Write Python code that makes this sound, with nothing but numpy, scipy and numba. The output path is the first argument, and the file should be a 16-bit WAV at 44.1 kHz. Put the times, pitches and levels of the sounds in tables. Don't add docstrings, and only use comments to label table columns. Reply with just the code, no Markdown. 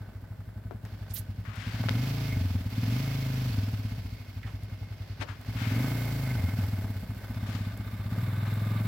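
import sys
import numpy as np
from scipy import signal
from scipy.fft import rfft, irfft
from scipy.io import wavfile
from scipy.ndimage import uniform_filter1d
from numba import njit

SR = 44100
rng = np.random.default_rng(int(sys.argv[2]) if len(sys.argv) > 2 else 0)


def store_wav(level_fs):
    pcm = np.round(np.clip(np.atleast_2d(level_fs), -1, 1) * 32767)
    wavfile.write(sys.argv[1], SR, pcm.T.astype(np.int16))


N = 391166
T = np.arange(N) / SR
FREQ = np.maximum(np.arange(N // 2 + 1) * SR / N, 1)
IDLE_RATE = 10.059


def undb(db):
    return 10 ** (np.asarray(db) / 20)


def unit(x):
    return x / np.sqrt(np.mean(x ** 2))


def look_up(table, at):
    first, *columns = np.transpose(table)
    return [np.interp(at, first, column) for column in columns]


def waver(spread_db, per_second=14, count=4000):
    return undb(spread_db * np.interp(T * per_second, np.arange(count), rng.standard_normal(count)))


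def lag(x, seconds):
    keep = np.exp(-1 / (seconds * SR))
    return signal.lfilter([1 - keep], [1, -keep], x)


def held(start, end, rise_s, fall_s):
    return np.clip((T - start) / rise_s, 0, 1) * np.clip(1 + (end - T) / fall_s, 0, 1)


def colour(x, points, share=1):
    hz, db = np.transpose(points)
    return irfft(rfft(x) * undb(share * np.interp(np.log(FREQ), np.log(hz), db)), N)


def keep_side(x, hz, side, order=2):
    return signal.sosfilt(signal.butter(order, min(hz, .45 * SR), side, fs=SR, output="sos"), x)


@njit
def moving_band(x, hz, width):
    out, band_state, low_state = np.empty(len(x)), 0., 0.
    for i in range(len(x)):
        step, damping = np.tan(np.pi * hz[i] / SR), width[i] / hz[i]
        band = (band_state + step * (x[i] - low_state)) / (1 + step * (step + damping))
        band_state = 2 * band - band_state
        low_state += 2 * step * band
        out[i] = damping * band
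    return out


def ring(x, hz, width_hz):
    ones = np.ones(len(x))
    return moving_band(x, np.clip(hz, 20, .45 * SR) * ones, width_hz * ones)


def body(x, notes, stretch=1):
    return sum(undb(db) * ring(x, hz * stretch, width) for hz, width, db in notes)


def pan(x, db):
    gains = undb(np.array([[db], [-db]]) / 2)
    return x * gains / gains.mean()


def scatter(x, fade_s, count=16000):
    echoes = rng.standard_normal((2, count)) * undb(-60 * np.arange(count) / SR / fade_s)
    echoes /= np.sqrt(fade_s * SR / np.log(1e6))
    return signal.fftconvolve(np.atleast_2d(x), echoes, axes=1)[:, :N]


def strikes(cycle, place, spread_db, jitter_ms):
    at = np.flatnonzero(np.diff(np.floor(cycle - place), prepend=-1) > 0)
    size, late = rng.standard_normal((len(at), 2)).T
    at += (late * jitter_ms * SR / 1000).astype(int)
    pulses = np.zeros(N)
    pulses[np.clip(at, 0, N - 1)] = undb(spread_db * size)
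    return pulses


def even(x, rate):
    energy, half_cycle = np.cumsum(x ** 2), SR / rate / 2
    lo, hi = (np.clip(np.arange(N) + side * half_cycle, 0, N - 1).astype(int) for side in (-1, 1))
    power = (energy[hi] - energy[lo]) / (hi - lo)
    return x / np.sqrt(uniform_filter1d(power, size=4000) + 1e-18)


def air(level_db=-60):
    rumble = keep_side(rng.standard_normal((2, N)), 230, "low", order=1)
    return undb(level_db) * unit(keep_side(rumble, 22, "high"))


# peak_s, level_db, rise_s, fall_s, pitch_hz, width_hz, left_over_right_db
RUSTLES = [(0.714, -42.5, 0.0013, 0.02, 298, 402, 16), (.853, -51, 0.00087, 0.024, 500, 900, 7),
           (1.112, -54, 0.015, 0.021, 4940, 9100, -19), (1.143, -35, 0.005, 0.023, 13900, 7200, -37),
           (1.173, -44.5, 0.022, 0.018, 3930, 5030, -13), (1.194, -40.5, 0.022, 0.0059, 11800, 8000, -28),
           (1.452, -51, 0.0016, 0.55, 1450, 1200, 26), (1.621, -46.5, 0.088, 0.63, 1770, 1820, 18),
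           (1.888, -45, 0.0047, 0.016, 380, 300, 25), (4.43, -47, 0.0014, 0.028, 1850, 585, -9),
           (4.477, -51.5, 0.015, 0.045, 800, 2140, -13), (5.221, -40, 0.0085, 0.022, 400, 600, 32),
           (5.226, -38, 0.018, 0.008, 1670, 1900, 32), (5.295, -45.5, 0.018, 0.049, 1280, 1360, 17),
           (5.658, -43.5, 0.13, 0.14, 1760, 1680, 38), (7.555, -51, 0.16, 0.11, 1950, 2730, 35),
           (8.464, -46, 0.014, 0.032, 1290, 1200, 11)]
def rustles(count=12000, grain_db=2.0):
    out, t = np.zeros((2, N)), (np.arange(count) - count // 3) / SR
    for peak_s, db, rise_s, fall_s, hz, width, pan_db in RUSTLES:
        grains = rng.standard_normal(count)
        grains *= undb(grain_db * np.repeat(rng.standard_normal(count // 20), 20))
        burst = unit(ring(ring(grains, hz, width), hz, 2 * width))
        swell = np.exp(-(np.minimum(t, 0) / rise_s) ** 2 - np.maximum(t, 0) / fall_s)
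        i = int(peak_s * SR) - count // 3
        out[:, i:i + count] += pan(burst * swell * undb(db), pan_db)
    return out


# start_s, peak_db, pitch_hz, fade_s, left_over_right_db
CLICKS = [(.215, -50, 13000, .02, -5), (0.638, -51, 700, 0.044, 14), (0.71, -30, 443, 0.0092, 19),
          (0.71, -43, 1200, 0.0036, 15), (0.852, -38, 550, 0.0054, 3), (0.852, -37.5, 3570, 0.002, 3),
          (1.558, -39, 11340, 0.028, -16), (1.839, -26, 529, 0.014, 28), (1.887, -18.5, 990, 0.0095, 35),
          (1.893, -16, 1790, 0.0057, 34), (3.532, -36, 11940, 0.016, -5), (4.432, -40, 1916, 0.013, -9),
          (4.476, -42, 710, 0.082, 3), (4.634, -44, 11960, 0.035, -13), (5.212, -30.5, 1140, 0.052, 32),
          (5.22, -46, 1440, 0.032, 30), (5.231, -35, 1270, 0.097, 30), (5.413, -39.5, 12500, 0.018, -12),
          (6.757, -47, 12830, 0.024, -8), (7.345, -39, 1506, .02, -15), (7.551, -32.5, 1720, 0.046, 27),
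          (7.722, -41, 1990, .02, 6), (7.775, -35, 12100, 0.022, -3), (8.113, -42, 12500, .015, -5),
          (8.54, -35, 13160, 0.018, -1)]
def clicks(count=4000):
    out, t = np.zeros((2, N)), np.arange(count) / SR
    for start_s, db, hz, fade_s, pan_db in CLICKS:
        snap = 0.17 * rng.standard_normal(count) * undb(-60 * t / fade_s)
        snap[0] = -1
        snap = keep_side(ring(snap, hz, 1.4 * hz), 3.5 * hz, "low")
        i = int(start_s * SR)
        out[:, i:i + count] += pan(snap / np.abs(snap).max() * undb(db), pan_db)
    return out


# place_in_cycle, level_db
KNOCKS = [(0.02, -16), (0.199, -4), (0.619, -5), (0.781, -4)]
def metal(cycle, knock_db, throb, stereo_blend, ring_s):
    knocks = sum(undb(db) * scatter(strikes(cycle, place, spread_db=1.5, jitter_ms=.02), ring_s)
                 for place, db in KNOCKS)
    gas = rng.standard_normal((2, N)) * (1 + throb * np.cos(2 * np.pi * (cycle - .2)))
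    both = unit(gas) + undb(knock_db) * unit(knocks)
    return both + stereo_blend * both[::-1]


# pitch_hz, width_hz, level_db
CASE_NOTES = [(640, 40, -2), (856, 50, -7), (1518, 26, 7.5)]
# pitch_hz, level_db
CLATTER_TONE = [(250, 15), (400, 5), (650, 3.5), (1000, -0.5), (1700, 0), (2300, -4), (2900, -97),
                (4500, -45)]
def clatter(knocking):
    cases = np.array([x + body(x, CASE_NOTES) for x in knocking])
    cases = cases * waver(1.0) * waver(1.3, per_second=110)
    return keep_side(colour(cases, CLATTER_TONE), 182, "high")


def whine(knocking):
    return np.array([ring(ring(x, 2168, 66), 1830, 750) for x in knocking]) * waver(2.5)


# pitch_hz, width_hz, level_db
COVER_NOTES = [(1200, 40, 6), (1512, 40, 0), (1570, 900, -7), (2130, 100, -3), (3520, 170, -6)]
def belt_rattle(knocking):
    cover = np.array([keep_side(body(x, COVER_NOTES), 4270, "low", order=6) for x in knocking])
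    return cover * waver(1.2) * waver(2.5, per_second=90)


# pitch_hz, width_hz, level_db
PANEL_NOTES = [(2560, 37, -9.5), (3540, 51, -1), (4480, 570, -2.5), (5200, 210, -2)]
# pitch_hz, level_db
RASP_TONE = [(1700, 5), (2500, 8.5), (2900, 6.5), (3300, 3.5), (5000, 0.5), (6000, -0.5), (7000, -7.5),
             (10000, -99)]
def rasp(knocking, rate, treble_hz=5460):
    panels = sum(undb(db) * waver(2.3, per_second=8.2) * np.array([ring(x, hz, width) for x in knocking])
                 for hz, width, db in PANEL_NOTES)
    bright = colour(knocking + panels, RASP_TONE) * waver(1.0, per_second=170)
    dull = colour(bright, [(treble_hz, 0), (treble_hz * 1.1, -40)])
    treble_share = np.interp(rate, [10.5, 21, 26], [0.77, 0.9, 1])
    return dull + treble_share * (bright - dull)


# time_s, level_db
WHINE_SWELLS = [(0, -31), (1.3, -30), (1.9, 0), (2.16, -14), (2.33, 2.5), (2.42, -18), (2.8, -6), (3.1, -3),
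                (3.6, -16), (4.2, -5), (5.3, -14), (5.72, -4.5), (6.03, -8), (6.3, -3.5), (6.6, -14),
                (8.87, -16.5)]
# pitch_hz, level_db
HISS_TONE = [(4500, -79), (6400, -17), (7100, 2), (7650, 6), (8400, 1.5), (11000, 5), (12500, 8),
             (15500, 8)]
# pitch_hz, left_over_right_db
BALANCE = [(400, 1), (1000, -0.5), (2000, -1.5), (4000, -5), (8000, -2), (13000, -7)]
def machinery(cycle, rate, level_db):
    heavy = metal(cycle, knock_db=1, throb=0.36, stereo_blend=0.85, ring_s=0.08)
    light = metal(cycle, knock_db=0.5, throb=0.34, stereo_blend=0.074, ring_s=0.21)
    belt = metal(cycle, knock_db=-4, throb=0.043, stereo_blend=0.28, ring_s=0.19)
    belt_db = np.interp(T, [7.08, 7.36], [-80, -62]) + 1.12 * (rate - IDLE_RATE)
    swell_db, = look_up(WHINE_SWELLS, T)
    layers = [(clatter(heavy), level_db["clatter"]),
              (whine(heavy), level_db["whine"] + swell_db),
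              (belt_rattle(belt), belt_db),
              (rasp(light, rate), level_db["rasp"]),
              (colour(light, HISS_TONE), level_db["hiss"])]
    left, right = sum(x / np.std(x.mean(axis=0)) * undb(db) for x, db in layers)
    return np.array([colour(left, BALANCE, share=.5), colour(right, BALANCE, share=-.5)])


# start_s, end_s, first_per_s, last_per_s, easing_per_s, roughness_0_to_1
THROTTLE = [(.819, .9, 12.0, 11.48, .32, 0), (1.608, 2.295, 38.27, 27.09, 3.15, 0),
            (2.714, 3.482, 29.58, 24.91, 1.46, 0), (5.411, 6.35, 38.37, 24.63, 2.14, 0),
            (6.557, 6.754, 23.61, 18.94, .33, .75), (7.095, 7.586, 13.99, 17.29, .33, .3),
            (7.749, 8.046, 14.36, 16.14, .32, .35), (8.093, 8.87, 19.78, 21.8, .38, 0)]
def engine_motion(pickup_per_s=38.09, coast_s=.41):
    rate = IDLE_RATE + 4.73 * np.exp(-T / coast_s)
    for start, end, first, last, easing, _ in THROTTLE:
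        asked = np.interp(T, [start, end], [first, last])
        climb = np.interp(start, T, rate) + pickup_per_s * (T - start)
        eased = -easing * np.logaddexp(-asked / easing, -climb / easing)
        driven = np.maximum(rate, eased)
        over_idle = np.interp(end, T, driven) - IDLE_RATE
        coasting = IDLE_RATE + over_idle * np.exp(np.minimum(end - T, 0) / coast_s)
        rate = np.select([T < start, T < end], [rate, driven], coasting)
    rough = np.clip((rate - IDLE_RATE) / 10.5, 0, 1)
    for start, end, *_, roughness in THROTTLE:
        rough = np.where((T > start) & (T < end), roughness, rough)
    load = np.clip(np.gradient(rate, T) / pickup_per_s, 0, 1)
    return rate, lag(lag(load, 0.0045), 0.0045), lag(rough, 0.018)


# firings_per_s, thump_db, bark_over_thump_db, clatter_db, rasp_db, hiss_db
LOUDNESS = [(10.1, -38.5, -10.5, -59, -66.5, -68.5), (15.25, -35, -10, -54, -57.5, -62),
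            (21.7, -28.5, -12, -49.5, -54, -59), (28.2, -31, -12, -50.5, -51.5, -56.5)]
# time_s, pipe_db, bark_db, clatter_db, rasp_db, hiss_db
TURNING = [(0, -18, -7, -2, -8, -6), (.82, -6, -1, 0, -6.5, -1.5), (.87, -11, -4.5, 3.5, 3.5, 0.5),
           (2, 8.5, -1, 0.5, 2.3, 2), (3.3, 7, 0.5, -1, 3, 3), (4.3, 5.5, -4, -1, 3.5, 1.5),
           (5.2, 8, -10.5, 3, 8, 1.5), (5.8, 11.5, 1.5, 5, 1, 5), (6.6, 2, -2.5, 4, 0.5, 4.5),
           (7.6, 3, 0.5, 2.5, -0.5, 1.5), (8.3, -13, -1.5, 3, -4.5, 2), (8.87, -39, 1, 1, -3.5, 3)]
# start_s, end_s, dip_db
STUMBLES = [(-0.002, 0.279, -5.5), (0.266, 0.937, -3), (2.685, 2.74, -5), (3.77, 3.83, -1),
            (4.17, 4.33, -5.5), (5.384, 5.447, -13), (7.153, 7.287, -6.5), (7.794, 7.978, -2.5)]
def engine_levels(rate, load, rough):
    thump_db, bark_db, clatter_db, rasp_db, hiss_db = look_up(LOUDNESS, rate)
    pipe_shift, bark_shift, clatter_shift, rasp_shift, hiss_shift = look_up(TURNING, T)
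    stumble_db = sum(db * held(start, end, rise_s=0.03, fall_s=0.0085) for start, end, db in STUMBLES)
    return {"thump": thump_db + stumble_db + 1.5 * load + rough,
            "bark_over_thump": bark_db + bark_shift + 4 * load + 1.5 * rough,
            "pipe_in_bark": pipe_shift + 1,
            "clatter": clatter_db + clatter_shift + 1.5 * load + 1,
            "whine": clatter_db + clatter_shift,
            "rasp": rasp_db + rasp_shift + 3 * load,
            "hiss": hiss_db + hiss_shift + 2 * load}


def piston_nudge(cycle):
    return ring(ring(strikes(cycle, .66, spread_db=2, jitter_ms=1), 135, 70), 135, 90)


def gas_churn(firing, rate, decay_s=0.054):
    fading = signal.lfilter([1], [1, -np.exp(-1 / (decay_s * SR))], firing)
    churn_db = np.interp(rate, [11, 18, 24], [-34, -46, -64])
    return fading * rng.standard_normal(N) * undb(churn_db)


# pitch_hz, width_hz, level_db
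GROWL_NOTES = [(345, 39, 5), (436.5, 19, 10.5), (533, 34, 0), (636, 24, 9), (769, 50, 2)]
def pipe_growl(gas):
    return keep_side(keep_side(body(gas, GROWL_NOTES), 320, "high", order=4), 1010, "low", order=4)


# pitch_hz, width_hz, level_db
CHUFF_NOTES = [(164, 19, 8.5), (188, 21, 6)]
def pipe_bark(gas, since_firing_s, pipe_hz, pipe_db, width_hz=49.6, sink_s=.02):
    pipe = ring(ring(gas, pipe_hz, width_hz), pipe_hz, 2 * width_hz)
    pipe = keep_side(pipe, 304, "low", order=6)
    sinking = 1 + .25 * np.exp(-since_firing_s / sink_s)
    chuff = keep_side(body(gas, CHUFF_NOTES, sinking), 237, "low", order=6)
    return keep_side(undb(pipe_db) * pipe - chuff, 148, "high", order=4)


# pitch_hz, width_hz, level_db
BOOM_NOTES = [(57.8, 4.9, 2.5), (70, 37, -7.5)]
# pitch_hz, width_hz, level_db
BURBLE_NOTES = [(77.2, 11, -10)]
def silencer_thump(flow, cycle, rough, hz, boom_db, drop_hz=7, sag_hz=12):
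    hz = hz - rough * (drop_hz + sag_hz * (cycle % 1))
    note = ring(ring(flow, hz, 46), hz, 14 - 3 * rough)
    boom = undb(boom_db - 4.9 * rough) * body(keep_side(flow, 97, "low"), BOOM_NOTES)
    burble = rough * body(keep_side(flow, 71, "low"), BURBLE_NOTES)
    return keep_side(note - boom - burble, 36, "high", order=4)


# firings_per_s, pitch_hz, gulp_share, boom_db
SILENCER = [(10, 102, 0.051, -8.5), (16.7, 108.7, 0.0075, -13.5), (19.25, 109.4, 0.037, -31),
            (24.1, 114.5, 0.7, -10.5), (26.8, 123.3, 0.06, -19)]
# firings_per_s, pitch_hz, growl_over_thump_db
TAIL_PIPE = [(11, 246, -29), (16, 252, -28), (21, 255, -32), (24, 260, -25), (29, 278, -21)]
def exhaust(cycle, rate, rough, level_db):
    silencer_hz, gulp_share, boom_db = look_up(SILENCER, rate)
    pipe_hz, growl_db = look_up(TAIL_PIPE, rate)
    firing = strikes(cycle, 0, spread_db=.6, jitter_ms=.03)
    gulp = strikes(cycle, .425, spread_db=.8, jitter_ms=.03)
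    ragged = strikes(cycle, .03, spread_db=3.2, jitter_ms=1.8)
    flow = (1 - rough) * (firing + gulp_share * gulp) + rough * ragged
    putter = np.interp(rate, [11, 18], [1, 0])
    flow *= waver(1.2 * putter)
    silencer_hz *= waver(.2 * putter + .4 * rough)
    gas = flow + gas_churn(firing, rate)
    thump = silencer_thump(flow, cycle, rough, silencer_hz, boom_db)
    bark = pipe_bark(gas, (cycle % 1) / rate, pipe_hz, level_db["pipe_in_bark"])
    nudge_db = np.interp(rate, [11, 16], [-17, -32])
    layers = [(thump, 0), (bark, level_db["bark_over_thump"]), (piston_nudge(cycle), nudge_db)]
    beat = undb(level_db["thump"]) * sum(undb(db) * even(x, rate) for x, db in layers)
    growl = undb(level_db["thump"] + growl_db) * even(pipe_growl(gas), rate)
    return beat * waver(.7 * putter + 1.2 * rough), growl


def scene():
    rate, load, rough = engine_motion()
    cycle = np.cumsum(rate) / SR - .07
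    level_db = engine_levels(rate, load, rough)
    beat, growl = exhaust(cycle, rate, rough, level_db)
    trees = undb(-27) * scatter(beat, fade_s=0.17)
    growl = .5 * growl + scatter(growl, fade_s=.2)
    quad = pan(beat, 0.39) + growl + trees + machinery(cycle, rate, level_db)
    return quad + clicks() + rustles() + air()


def record(dry):
    return signal.sosfilt(signal.ellip(10, .2, 80, 15900, fs=SR, output="sos"), dry)


dry = scene()
out = record(dry)
store_wav(out)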